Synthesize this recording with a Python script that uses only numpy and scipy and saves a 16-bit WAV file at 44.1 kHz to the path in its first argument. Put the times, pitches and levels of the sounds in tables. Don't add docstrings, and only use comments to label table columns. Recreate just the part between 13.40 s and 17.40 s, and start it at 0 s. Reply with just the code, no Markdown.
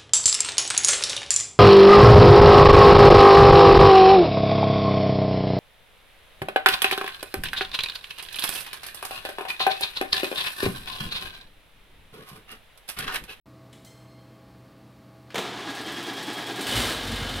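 import sys
import numpy as np
from scipy import signal
from scipy.fft import rfft, irfft, next_fast_len
from scipy.io import wavfile
from scipy.ndimage import map_coordinates

SR = 44100
rng = np.random.default_rng(int(sys.argv[2]) if len(sys.argv) > 2 else 0)


def store_wav(level_fs):
    pcm = np.round(np.clip(np.atleast_2d(level_fs), -1, 1) * 32767)
    wavfile.write(sys.argv[1], SR, pcm.T.astype(np.int16))


N = 176400
TIME = np.arange(N) / SR


def amp(db):
    return 10 ** (np.asarray(db) / 20)


def unit(x):
    return x / np.sqrt(np.mean(x ** 2) + 1e-20)


def along(points, hz):
    f, v = np.transpose(points)
    return np.interp(np.log(hz + 1), np.log(f + 1), v)


def curve(rows, axis=1):
    cols = np.transpose(rows)
    return np.interp(TIME, cols[0], cols[axis])


def level(rows, axis=1):
    outside = np.maximum(rows[0][0] - TIME, 0) + np.maximum(TIME - rows[-1][0], 0)
    return amp(curve(rows, axis)) * np.exp(-(20 * outside) ** 2)


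def wobble(rate):
    return map_coordinates(rng.standard_normal(8192), [TIME * rate], mode="wrap")


def tone(hz):
    return np.sin(2 * np.pi * np.cumsum(hz) / SR)


def filtered(x, response):
    m = 2 * next_fast_len(N)
    return irfft(rfft(x, m) * response(np.fft.rfftfreq(m, 1 / SR)), m)[..., :N]


def coloured(x, points):
    def response(hz):
        octaves_below = np.log2(np.maximum(points[0][0] / (hz + 1), 1))
        gain = unit(amp(along(points, hz) - 24 * octaves_below))
        cepstrum = irfft(np.log(np.maximum(gain, 1e-6)))
        cepstrum[1:len(cepstrum) // 2] *= 2
        cepstrum[len(cepstrum) // 2 + 1:] = 0
        return np.exp(rfft(cepstrum))
    return filtered(x, response)


def resonate(x, modes):
    return filtered(x, lambda f: sum(
        (-1) ** k * amp(db) * 1j * f * width / (hz * hz - f * f + 1j * f * width)
        for k, (hz, width, db) in enumerate(modes)))


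def decaying(impulses, life_s):
    return signal.lfilter([1], [1, -np.exp(-1 / (life_s * SR))], impulses)


def knocks(events, colour, t60, attack_s):
    power = np.zeros(N)
    for s, db in events:
        age = np.maximum(TIME[:SR] - s % (1 / SR), 0)
        envelope = amp(db - 60 * age / t60) * (1 - np.exp(-age / attack_s))
        i = int(s * SR)
        power[i:i + SR] += envelope[:N - i] ** 2
    return coloured(np.sqrt(power) * rng.standard_normal(N), colour)


def impacts(rate_hz, life_s, jitter, scatter_db=0):
    noise, draws = rng.standard_normal(N), rng.standard_normal((8000, 2))
    at = ((np.arange(len(draws)) + jitter * draws[:, 0]) * SR / rate_hz).astype(int)
    keep = (at >= 0) & (at < N)
    sizes = amp(scatter_db * np.clip(draws[keep, 1], -2, 2))
    return unit(noise * decaying(np.bincount(at[keep], sizes, N), life_s))


# (frequency [Hz], reverberation time [s])
ROOM_T60 = [(1000, 0.79), (14000, 0.64)]

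def garage(x, wet_db):
    hz, t, spectra = signal.stft(rng.standard_normal(SR // 2), SR, nperseg=256)
    tail = signal.istft(spectra * amp(-60 * t / along(ROOM_T60, hz)[:, None]), SR, nperseg=256)[1]
    wet = signal.fftconvolve(x, np.pad(tail, (SR // 200, 0)))[:N]
    return (x + amp(wet_db) * unit(wet) * np.std(x)) / np.sqrt(1 + amp(2 * wet_db))


# (frequency [Hz], relative level [dB])
HUM_PARTIALS = [(123.8, -54.5), (188.4, -64), (215.3, -65), (279.9, -65), (312.2, -62), (527.6, -69),
                (651.4, -63), (818.3, -70), (1109, -70.5), (1195, -72.5)]
# (frequency [Hz], relative level [dB])
AIR_SPECTRUM = [(55, -4), (126, 0), (313, -4.5), (650, -12), (1200, -15.5), (3400, -24.5), (4300, -23.5),
                (6400, -33), (15500, -35.5)]

def garage_hum():
    hum = 0
    for hz, db in HUM_PARTIALS:
        gain = amp(db + 1.8 * wobble(9))
        hum += gain * np.sin(2 * np.pi * (hz * TIME + rng.random()) + 0.23 * wobble(3.05))
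    return amp(3) * hum + amp(-54) * unit(coloured(rng.standard_normal(N), AIR_SPECTRUM))


# (time [s], level [dB])
KEY_CLICKS = [(.3275, -44), (.356, -54)]
PUMP_BRUSH_BURST = [(.447, -44)]
# (frequency [Hz], relative level [dB])
KEY_SPECTRUM = [(1900, -3), (2650, -0.5), (4600, -9), (10000, -12.5), (15500, -24)]
PUMP_BRUSH_SPECTRUM = [(4000, -3), (15500, -11)]

def key_and_pump_start():
    key = knocks(KEY_CLICKS, KEY_SPECTRUM, t60=0.075, attack_s=0.0012)
    return key + knocks(PUMP_BRUSH_BURST, PUMP_BRUSH_SPECTRUM, t60=0.075, attack_s=0.001)


# (time [s], frequency [Hz], level [dB])
SERVO_GLIDE = [(.34, 3370, -67), (.4, 3880, -69)]

def servo():
    return tone(curve(SERVO_GLIDE)) * level(SERVO_GLIDE, axis=2) * (TIME > KEY_CLICKS[0][0])


PUMP_START_S, PUMP_HZ, SPINUP_S, PUMP_RISE_S, SURGE_S = 0.445, 1060, 0.01, 0.008, 0.031
# (frequency [multiple of the pump's], relative level [dB])
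PUMP_PARTIALS = [(2, -68), (3, -68), (4, -66), (5, -70.5), (6, -71), (7.4, -68), (9, -70.5)]

def fuel_pump():
    age = np.maximum(TIME - PUMP_START_S, 0)
    pitch = PUMP_HZ * (1 - 0.28 * np.exp(-age / SPINUP_S)) * (1 + 0.0096 * wobble(400))
    whirr = 0
    for order, db in PUMP_PARTIALS:
        fade_db_per_s = 11.54 + 0.6923 * order ** 2
        whirr += amp(db + 2.8 * wobble(50.2) - fade_db_per_s * age) * tone(order * pitch)
    surge_db = 14 * np.exp(-(2 * age / SURGE_S - 2) ** 2)
    return whirr * (1 - np.exp(-age / PUMP_RISE_S)) * amp(surge_db)


# (time [s], level [dB])
PLUNGER_CLICKS = [(1.903, -40.5), (1.92, -47)]
PINION_SLAMS = [(1.944, -26), (1.955, -20), (1.979, -20.5), (1.988, -23.5)]
# (frequency [Hz], relative level [dB])
PLUNGER_SPECTRUM = [(200, -34), (2000, 1.5), (4200, -6), (6000, -15), (15500, -31)]
PINION_SPECTRUM = [(105, -23), (200, -4.5), (519, -3), (700, -6), (1550, -10), (3770, -12.5), (4660, -23.5),
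                   (5280, -17.5), (15500, -35)]

def starter_engagement():
    plunger = knocks(PLUNGER_CLICKS, PLUNGER_SPECTRUM, t60=0.072, attack_s=0.0006)
    return plunger + knocks(PINION_SLAMS, PINION_SPECTRUM, t60=0.065, attack_s=0.00054)


STROKE_HZ, LOAD_PEAK_S, LOAD_FROM_S, LOAD_RISE_S = 9.9, 2.492, 2.1, 0.3
# (time [s], level [dB])
CRANK_LEVEL = [(1.94, -52), (1.97, -31), (2.12, -37), (2.26, -34.5), (2.42, -37.5), (2.5, -36),
               (3.2, -35.5), (3.55, -40.5)]
# (frequency [Hz], relative level [dB])
GEAR_SPECTRUM = [(110, -10.5), (314, -0.5), (400, -2.5), (574, -10.5), (682, -1), (1120, -6), (1580, -8.5),
                 (2540, -12), (3400, -7.5), (7290, -24.5), (15500, -40)]
# (frequency [Hz], bandwidth [Hz], relative level [dB])
HOUSING_MODES = [(335, 70, 4), (900, 56, 0), (1640, 50, 7)]

def starter_grind():
    hold = np.clip((TIME - LOAD_FROM_S) / LOAD_RISE_S, 0, 1)
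    load_db = 3.1 * hold * np.cos(2 * np.pi * STROKE_HZ * (TIME - LOAD_PEAK_S))
    teeth = impacts(rate_hz=418, life_s=0.003, jitter=0.25, scatter_db=0.5)
    growl = np.sqrt(hold) * amp(load_db - 8.5) * unit(resonate(teeth, HOUSING_MODES))
    grind = unit(coloured(teeth, GEAR_SPECTRUM)) + growl
    return unit(grind) * level(CRANK_LEVEL) * amp(load_db)


SPEED_PEAK_S, WHINE_SAG, WHINE_ROUGHNESS = 2.468, 0.06, 0.014
# (time [s], frequency at full speed [Hz], mean level [dB])
MESH_TONE = [(2.46, 3200, -45), (2.57, 3305, -45), (3.1, 3300, -43), (3.25, 3290, -49)]

def starter_whine():
    speed = np.cos(2 * np.pi * STROKE_HZ * (TIME - SPEED_PEAK_S))
    sag = WHINE_SAG * ((1 - speed) / 2) ** 2
    pitch = curve(MESH_TONE) * (1 - sag + WHINE_ROUGHNESS * wobble(270))
    gain = level(MESH_TONE, axis=2) * amp(3.5 * speed + 2 * wobble(60))
    return gain * (tone(pitch) + amp(-12) * tone(1.6 * pitch))


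# (time [s], level [dB])
VALVE_TICKS = [(2.2982, -40), (2.347, -37.5), (2.4105, -40), (2.4609, -39.5), (2.518, -37), (2.5626, -39),
               (2.626, -37), (2.6639, -38), (2.7308, -40), (2.7667, -40), (2.825, -35.5), (2.8669, -40),
               (2.9278, -36), (2.9742, -37.5), (3.02, -40), (3.065, -37), (3.1144, -39.5), (3.157, -35.5),
               (3.208, -29), (3.267, -27.5), (3.364, -27.5), (3.468, -29), (3.493, -30), (3.514, -31),
               (3.63, -38), (3.6696, -34), (3.7155, -35), (3.7564, -38), (3.822, -44), (3.8911, -36.5),
               (3.96, -37)]
RATTLE_LEVEL = [(3.24, -44), (3.3, -33), (3.38, -29), (3.44, -32.5), (3.51, -44), (3.56, -47), (4, -51)]
# (frequency [Hz], relative level [dB])
VALVE_SPECTRUM = [(1300, 2.5), (4000, 6.5), (6500, -3), (8500, 1), (10200, -3.5), (12000, -4.5),
                  (15500, -11.5)]

def valve_gear(beat):
    ticks = knocks(VALVE_TICKS, VALVE_SPECTRUM, t60=0.14, attack_s=0.0014)
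    contacts = impacts(rate_hz=330, life_s=0.009, jitter=0.5, scatter_db=4) * beat
    return ticks, unit(coloured(contacts, VALVE_SPECTRUM)) * level(RATTLE_LEVEL)


CLATTER_HZ = 899.7
# (time [s], level [dB])
CLATTER_LEVEL = [(3.19, -42), (3.22, -36.5), (3.3, -30.5), (3.38, -26.5), (3.44, -27.5), (3.51, -29.5),
                 (3.59, -33), (3.75, -31.5), (4, -33)]
# (frequency [Hz], relative level [dB])
CLATTER_SPECTRUM = [(130, -27.5), (225, -0.5), (422, -6), (471, -3), (585, -5.5), (1590, -9), (2650, -13),
                    (2960, -6), (4050, -9.5), (5910, -20), (15500, -34.5)]
# (frequency [Hz], bandwidth [Hz], relative level [dB])
BLOCK_MODES = [(1305, 30, -4), (1630, 24, 3.5), (2116, 24, -2), (3008, 90, -2.5), (3620, 180, -4)]

def block_clatter(beat):
    taps = impacts(CLATTER_HZ, life_s=0.0036, jitter=0.6) * beat
    sharp_taps = impacts(CLATTER_HZ, life_s=0.0012, jitter=0.42) * beat
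    ring = amp(-7.5) * unit(resonate(sharp_taps, BLOCK_MODES))
    return unit(unit(coloured(taps, CLATTER_SPECTRUM)) + ring) * level(CLATTER_LEVEL)


def flare_ring(peak_s=3.365, half_width_s=0.06, hz=3003):
    swell = np.exp(-((TIME - peak_s) / half_width_s) ** 2)
    return amp(-32.5 + 3.4 * wobble(90)) * swell * tone(hz + 20 * wobble(200))


# (time [s], firing rate [Hz])
FIRING_RATE = [(3.2, 20.8), (3.28, 38), (3.36, 60.3), (3.44, 59), (3.6, 46), (4, 45.4)]

def firing_count():
    return np.cumsum(curve(FIRING_RATE) * (TIME > FIRING_RATE[0][0])) / SR


PUFF_TILT = [(45, 0), (250, 3), (1500, -22)]  # (frequency [Hz], relative level [dB])
CYLINDER_LEVELS = [3, -4, 2, -6, 4, -2]
# (frequency [Hz], bandwidth [Hz], relative level [dB])
PIPE_MODES = [(47, 22, -4), (69, 20, -3.5), (98, 20, -1), (128, 22, -3.5), (235, 22, -4)]
# (time [s], level [dB])
EXHAUST_LEVEL = [(3.2, -68), (3.3, -35), (3.36, -37), (3.415, -26.5), (3.46, -38), (3.6, -44),
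                 (3.66, -34.5), (4, -36.5)]

def exhaust(firings):
    at = np.flatnonzero(np.diff(np.floor(firings)) > 0)
    sizes = amp(np.resize(CYLINDER_LEVELS, len(at)) + 2 * rng.standard_normal(len(at)))
    puffs = decaying(np.bincount(at, sizes, N), life_s=0.0058) * (1 + 0.89 * wobble(900))
    pipe = coloured(resonate(puffs, PIPE_MODES), PUFF_TILT)
    return pipe / np.std(pipe[at[0]:]) * level(EXHAUST_LEVEL)


# (frequency [Hz], side level relative to mid [dB])
SIDE_SPECTRUM = [(4500, -67), (9000, -14), (14000, -11.5)]

def scene():
    mid = garage_hum() + garage(key_and_pump_start() + servo() + fuel_pump(), wet_db=0)
    mid += garage(starter_engagement() + starter_grind(), wet_db=-4) + starter_whine()
    firings = firing_count()
    beat = amp(np.cos(2 * np.pi * firings))
    ticks, rattle = valve_gear(beat)
    mid += garage(ticks, wet_db=-3.5) + garage(block_clatter(beat) + rattle, wet_db=-7)
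    mid += flare_ring() + exhaust(firings)
    scatter = rng.standard_normal(256)
    diffuse = signal.fftconvolve(mid, scatter / np.linalg.norm(scatter))[:N]
    side = filtered(diffuse, lambda hz: amp(along(SIDE_SPECTRUM, hz)))
    return np.array([mid + side, mid - side])


START_S, LOW_CUT_HZ, TOP_HZ = 0.058, 40, 15800

def record(dry):
    gated = dry * (TIME > START_S)
    return filtered(gated, lambda hz: (hz < TOP_HZ) / np.sqrt(1 + (LOW_CUT_HZ / (hz + 1)) ** 20))


dry = scene()
out = record(dry)
store_wav(out)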